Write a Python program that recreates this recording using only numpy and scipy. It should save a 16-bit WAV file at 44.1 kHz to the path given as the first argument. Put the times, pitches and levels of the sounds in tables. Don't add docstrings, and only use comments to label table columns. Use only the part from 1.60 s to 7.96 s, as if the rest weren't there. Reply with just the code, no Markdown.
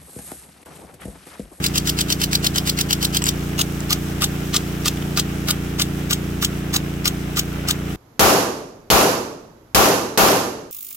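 import sys
import numpy as np
from scipy import signal
from scipy.fft import rfft, irfft, next_fast_len
from scipy.io import wavfile
from scipy.ndimage import map_coordinates

SR = 44100
rng = np.random.default_rng(int(sys.argv[2]) if len(sys.argv) > 2 else 0)


def output_pcm(signal):
    pcm = np.clip(np.atleast_2d(signal).T, -1, 1) * 32767
    wavfile.write(sys.argv[1], SR, np.round(pcm).astype(np.int16))


N = 280476
TIME = np.arange(N) / SR
TRIP_S = 1.8
IN_JET_S = .0253
PASS_S, PASS_WIDTH_S = 2.9, .6


# first cut t/s, period/s, beats
RUNS = [(0.040, .1159, 4), (0.501, .1143, 7), (1.3065, .1196, 4), (1.990, .3145, 3), (2.941, .3158, 3),
        (3.884, .3118, 3), (4.824, .3152, 5)]

def sprinkler(swell_db=1.1):
    track = np.zeros((2, N))
    t = np.arange(7000) / SR - .05
    for first, period, count in RUNS:
        for s in first + period * np.arange(count):
            add(track, s + t[0], amp(swell_db * nearness(s)) * swing(t, s))
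    return track


# spit gain/dB, slap gain/dB, graze lead/s,
# spray trail/s, spoon pitch ratio, note gain/dB, note attack/s, fizz gain/dB
RACING = (-17.1, -13.6, .019, .0135, 1.15, -30.5, .016, -33)
STEPPING = (-16.7, -13.8, .011, .013, 1, -23, .005, -28)

def swing(t, s):
    racing = s < TRIP_S
    spit_db, slap_db, lead, linger, pitch, note_db, attack, fizz_db = RACING if racing else STEPPING
    slap_db += rng.normal(0, .4)
    beat = amp(spit_db) * spit(t, s, lead)
    beat += amp(slap_db) * slap(t, s, linger, racing)
    beat += amp(fizz_db) * fizz(t)
    beat += amp(note_db) * spoon_note(t, s, pitch, attack)
    bounce_db = slap_db - 17 + rng.normal(0, 2)
    bounce = amp(bounce_db) * water(t, s, CLICK_EQ) * fade(t - IN_JET_S - .02, .0002, .001)
    return beat + racing * bounce


# f/Hz, level/dB
SPIT_EQ = [(400, -15.5), (800, -9.5), (1300, -7), (1900, -5.5), (2400, -6.5), (2900, 0.5), (4500, -1),
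           (5300, -2), (6300, -3.5), (7300, -5.5), (8400, -8), (9700, -12.5), (12000, -9), (15500, -12)]

def spit(t, s, lead):
    graze = amp(-8.5) * fade(t, .025, .0034) / (1 + np.exp(-(t + lead) / .0017))
    cut = amp(3) * fade(t - .0015, .0004, .0043)
    sustain = amp(-5.2) * np.minimum(fade(t, .0006, 1), fade(t - IN_JET_S, 1, .004))
    return water(t, s, SPIT_EQ) * np.sqrt(graze ** 2 + cut ** 2 + sustain ** 2)


# f/Hz, level/dB
SLAP_BACK_EQ = [(400, -25), (800, -21), (1900, -13), (2400, -19), (2900, -2.5), (3700, 2), (5300, 1),
                (6300, -1.5), (7300, -6.5), (8400, -6.5), (9700, -11.5), (12000, -8), (15500, -7.5)]
SLAP_FORWARD_EQ = [(400, -28), (800, -15), (1900, -15.5), (2400, -10.5), (2900, -.5), (3700, 1.5),
                   (5300, -4.5), (6300, -2.5), (7300, -3), (8400, -7), (9700, -12.5), (12000, -10.5),
                   (15500, -9.5)]

def slap(t, s, linger, racing):
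    landed = t - IN_JET_S
    width_s = np.where(landed < 0, .0028, .0032)
    hit = amp(1.3) * bell(landed, width_s)
    tail = amp(-8.5) * fade(landed, .003, linger)
    return water(t, s, SLAP_BACK_EQ if racing else SLAP_FORWARD_EQ) * np.hypot(hit, tail)


# f/Hz, level/dB
FIZZ_EQ = [(1000, -25), (7000, -12), (10000, -3), (13000, 0), (15500, 0)]

def fizz(t):
    gate = np.minimum(fade(t, .001, 1), fade(t - IN_JET_S - .006, 1, .006))
    return coloured(rng.standard_normal((2, len(t))), FIZZ_EQ) * gate


# base f/Hz, relative level/dB
SPOON_MODES = [(1200, 0), (1420, -4.5)]

def spoon_note(t, s, pitch, attack, glide_per_s=3):
    glide = t + glide_per_s * (t - .01) ** 2 / 2
    ring = 0
    for hz, db in SPOON_MODES:
        phase = 2 * np.pi * (pitch * hz * glide + rng.random())
        ring += amp(db) * np.cos(phase + .64 * wobble(199.4, len(t)))
    return at_ports(ring * fade(t - .008, attack, .01), s, scatter=.35)


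def water(t, s, spectrum):
    nozzle = at_ports(droplets(len(t), clump_db=1.7, rate=900), s)
    fan = .37 * rng.standard_normal((2, len(t)))
    return coloured(nozzle + fan, spectrum)


# t/s, relative level/dB
LEVER_SCRAPES = [(1.619, -13), (1.622, -18)]
LEVER_CLICKS = [(1.6395, -6), (1.6566, -13), (2.2039, -17.5)]
# f/Hz, level/dB
CLUNK_EQ = [(400, -14), (1100, 2), (2000, -4), (3000, -1), (5000, -7), (7000, -10), (8000, 2), (9200, -20),
            (14000, -14)]
CLICK_EQ = [(1000, -22), (4200, -13), (6000, -11), (7400, 4), (9000, -17), (15000, -15)]

def trip_lever():
    scrape = ticks(LEVER_SCRAPES, CLUNK_EQ, decay_s=.004, gain_db=-5)
    return scrape + ticks(LEVER_CLICKS, CLICK_EQ, decay_s=.0011, gain_db=-.5)


# t/s, relative level/dB
DROP_CUES = [(1.8098, -32), (3.3714, -22), (3.4231, -21)]
# f/Hz, level/dB
PLOP_EQ = [(800, -16), (2400, -9), (3400, 4), (4300, -15), (12000, -20)]

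def big_drops():
    return ticks(DROP_CUES, PLOP_EQ, decay_s=.0016, gain_db=-2.5)


def drizzle(count=30):
    when, strength = rng.random((count, 2)).T
    times = np.clip(PASS_S + PASS_WIDTH_S * np.log(when / (1 - when)), 0, TIME[-1])
    return ticks(zip(times, -37 + 9 * strength ** 2), SPIT_EQ, decay_s=.0009)


# f/Hz, level/dB
SPRAY_EQ = [(250, -8.5), (500, 1), (750, 1.5), (950, -4.5), (1350, 0.5), (1900, -3), (2900, -3.5),
            (3700, -7.5), (4500, -12), (5600, -7.5), (8400, -12), (9700, -15.5), (12000, -11), (15500, -13)]

def spray(crossover_hz=3600):
    def band(power):
        wide = np.array([droplets(N, clump_db=4, rate=2500) for _ in range(2)])
        rain = coloured(wide + .5 * rng.standard_normal(N), SPRAY_EQ)
        return unit(filtered(rain, lambda hz: np.sqrt(power(hz))))

    lows = lambda hz: 1 / (1 + (hz / crossover_hz) ** 6)
    patter_db = -36.5 + .7 * nearness(TIME)
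    hiss_db = -39.6 + 1.8 * nearness(TIME) - .48 * TIME
    patter = band(lows) * amp(patter_db + .8 * wobble(14))
    hiss = band(lambda hz: 1 - lows(hz)) * amp(hiss_db + .75 * wobble(16))
    return patter + hiss


# order, relative level/dB
PUMP_ORDERS = [(1, -17), (2, -3), (3, -3.5), (4, -15.5), (5, 1), (6, -1.5), (7, -2.5), (8, -12), (9, -7),
               (10, -7), (11, -5.5), (12, -18), (13, -9.5), (14, -17.5), (15, -15), (16, -22), (17, -30)]
# position/turns, relative pressure, f/Hz, width/Hz
PUMP_STROKES = [(.174, -.6, 147, 87), (.458, 1, 320, 107), (.66, -.25, 46, 240), (.806, 1, 370, 100)]
# f/Hz, level/dB
RUMBLE_EQ = [(15, -20), (38, -11), (65, 2), (110, -2.5), (170, -2.5), (300, -6.5), (450, -6), (600, -16),
             (1200, -50)]

def pump(shaft_hz=29.101, gain_db=-24.85):
    dip_db = 1.7 * bell(TIME - 5.8, .3)
    turns = shaft_hz * TIME + .0082 * wobble(2.99) + .0017 * wobble(25)
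    hum = np.zeros((2, N))
    for order, db in PUMP_ORDERS:
        knocks = sum(pressure * bell(order * shaft_hz - hz, width) * np.exp(-2j * np.pi * order * place)
                     for place, pressure, hz, width in PUMP_STROKES)
        shift = (.048 + .012 * order) * rng.choice([-1, 1]) * np.array([[1], [-1]])
        level = amp(db - dip_db * (order > 4) + .8 * wobble(5.4))
        hum += level * np.cos(2 * np.pi * order * turns + np.angle(knocks) + shift)
    rumble = coloured(rng.standard_normal(N) + .5 * rng.standard_normal((2, N)), RUMBLE_EQ)
    return amp(gain_db) * (unit(hum) + amp(-16) * rumble)


# t/s, left port lag/ms
PORT_LAG = [(0, .395), (1.85, .385), (2.3, .16), (3.1, .005), (4.6, .145)]

def at_ports(x, s, scatter=.48, spread_s=.0035, bounce=.24, count=14):
    lag_s = np.interp(s, *np.transpose(PORT_LAG)) / 1000
    taps = np.zeros((2, len(x)))
    for port in taps:
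        signs = rng.choice([-1, 1], count)
        delays = (spread_s * SR * rng.random(count) ** 2).astype(int) + 4
        port[delays] = scatter * signs / np.sqrt(count)
    reflections = signal.fftconvolve(x[None], taps, axes=1)[:, :len(x)]
    detour_s = rng.uniform(.0007, .0016)
    ground = lambda hz: 1 + bounce * np.exp(-2j * np.pi * hz * detour_s)
    direct = filtered(x, lambda hz: ground(hz) * np.exp(-1j * np.pi * hz * lag_s * np.array([[1], [-1]])))
    return (direct + reflections) / np.sqrt(1 + scatter ** 2 + bounce ** 2)


def ticks(cues, spectrum, decay_s, gain_db=0):
    track = np.zeros((2, N))
    t = np.arange(2000) / SR
    for s, db in cues:
        burst = coloured(rng.standard_normal(len(t)), spectrum) * fade(t - .001, .0001, decay_s)
        add(track, s, at_ports(amp(db + gain_db) * burst, s))
    return track


def droplets(size, clump_db, rate):
    return rng.standard_normal(size) * amp(clump_db * wobble(rate, size))


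def nearness(s):
    return bell(s - PASS_S, PASS_WIDTH_S)


def bell(x, width):
    return np.exp(-.5 * (x / width) ** 2)


def fade(t, rise, fall):
    return np.exp(np.minimum(t / rise, -t / fall))


def wobble(rate, size=N):
    knots = rng.standard_normal(int(size * rate / SR) + 4)
    return map_coordinates(knots, [np.arange(size) * rate / SR])


def amp(db):
    return 10 ** (np.asarray(db) / 20)


def unit(x):
    return x / np.sqrt(np.mean(x ** 2) + 1e-20)


def along(points, hz):
    f, db = np.transpose(points)
    return np.interp(np.log(hz + 1), np.log(f + 1), db)


def filtered(x, response):
    n = x.shape[-1]
    m = next_fast_len(n + 2048)
    return irfft(rfft(x, m) * response(np.fft.rfftfreq(m, 1 / SR)), m)[..., :n]


def coloured(x, spectrum):
    return unit(filtered(x, lambda hz: amp(along(spectrum, hz))))


def add(track, s, x):
    start = round(s * SR)
    x = x[:, max(-start, 0):N - start]
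    track[:, max(start, 0):][:, :x.shape[1]] += x


def scene():
    accents = trip_lever() + big_drops() + drizzle()
    return sprinkler() + accents + spray() + pump()


# f/Hz, left minus right level/dB
PORT_TILT = [(100, -.3), (210, 0), (380, -3), (780, -4), (1200, -1.5), (1650, 0.5), (2200, -1),
             (3900, -0.5), (4900, 6), (6700, -2.5), (8100, 9.5), (10500, -6), (13000, 1), (15000, 1.5)]

def record(dry, top_hz=15950):
    sides = np.array([[.5], [-.5]])
    return filtered(dry, lambda hz: amp(along(PORT_TILT, hz) * sides) * (hz < top_hz))


dry = scene()
out = record(dry)
output_pcm(out)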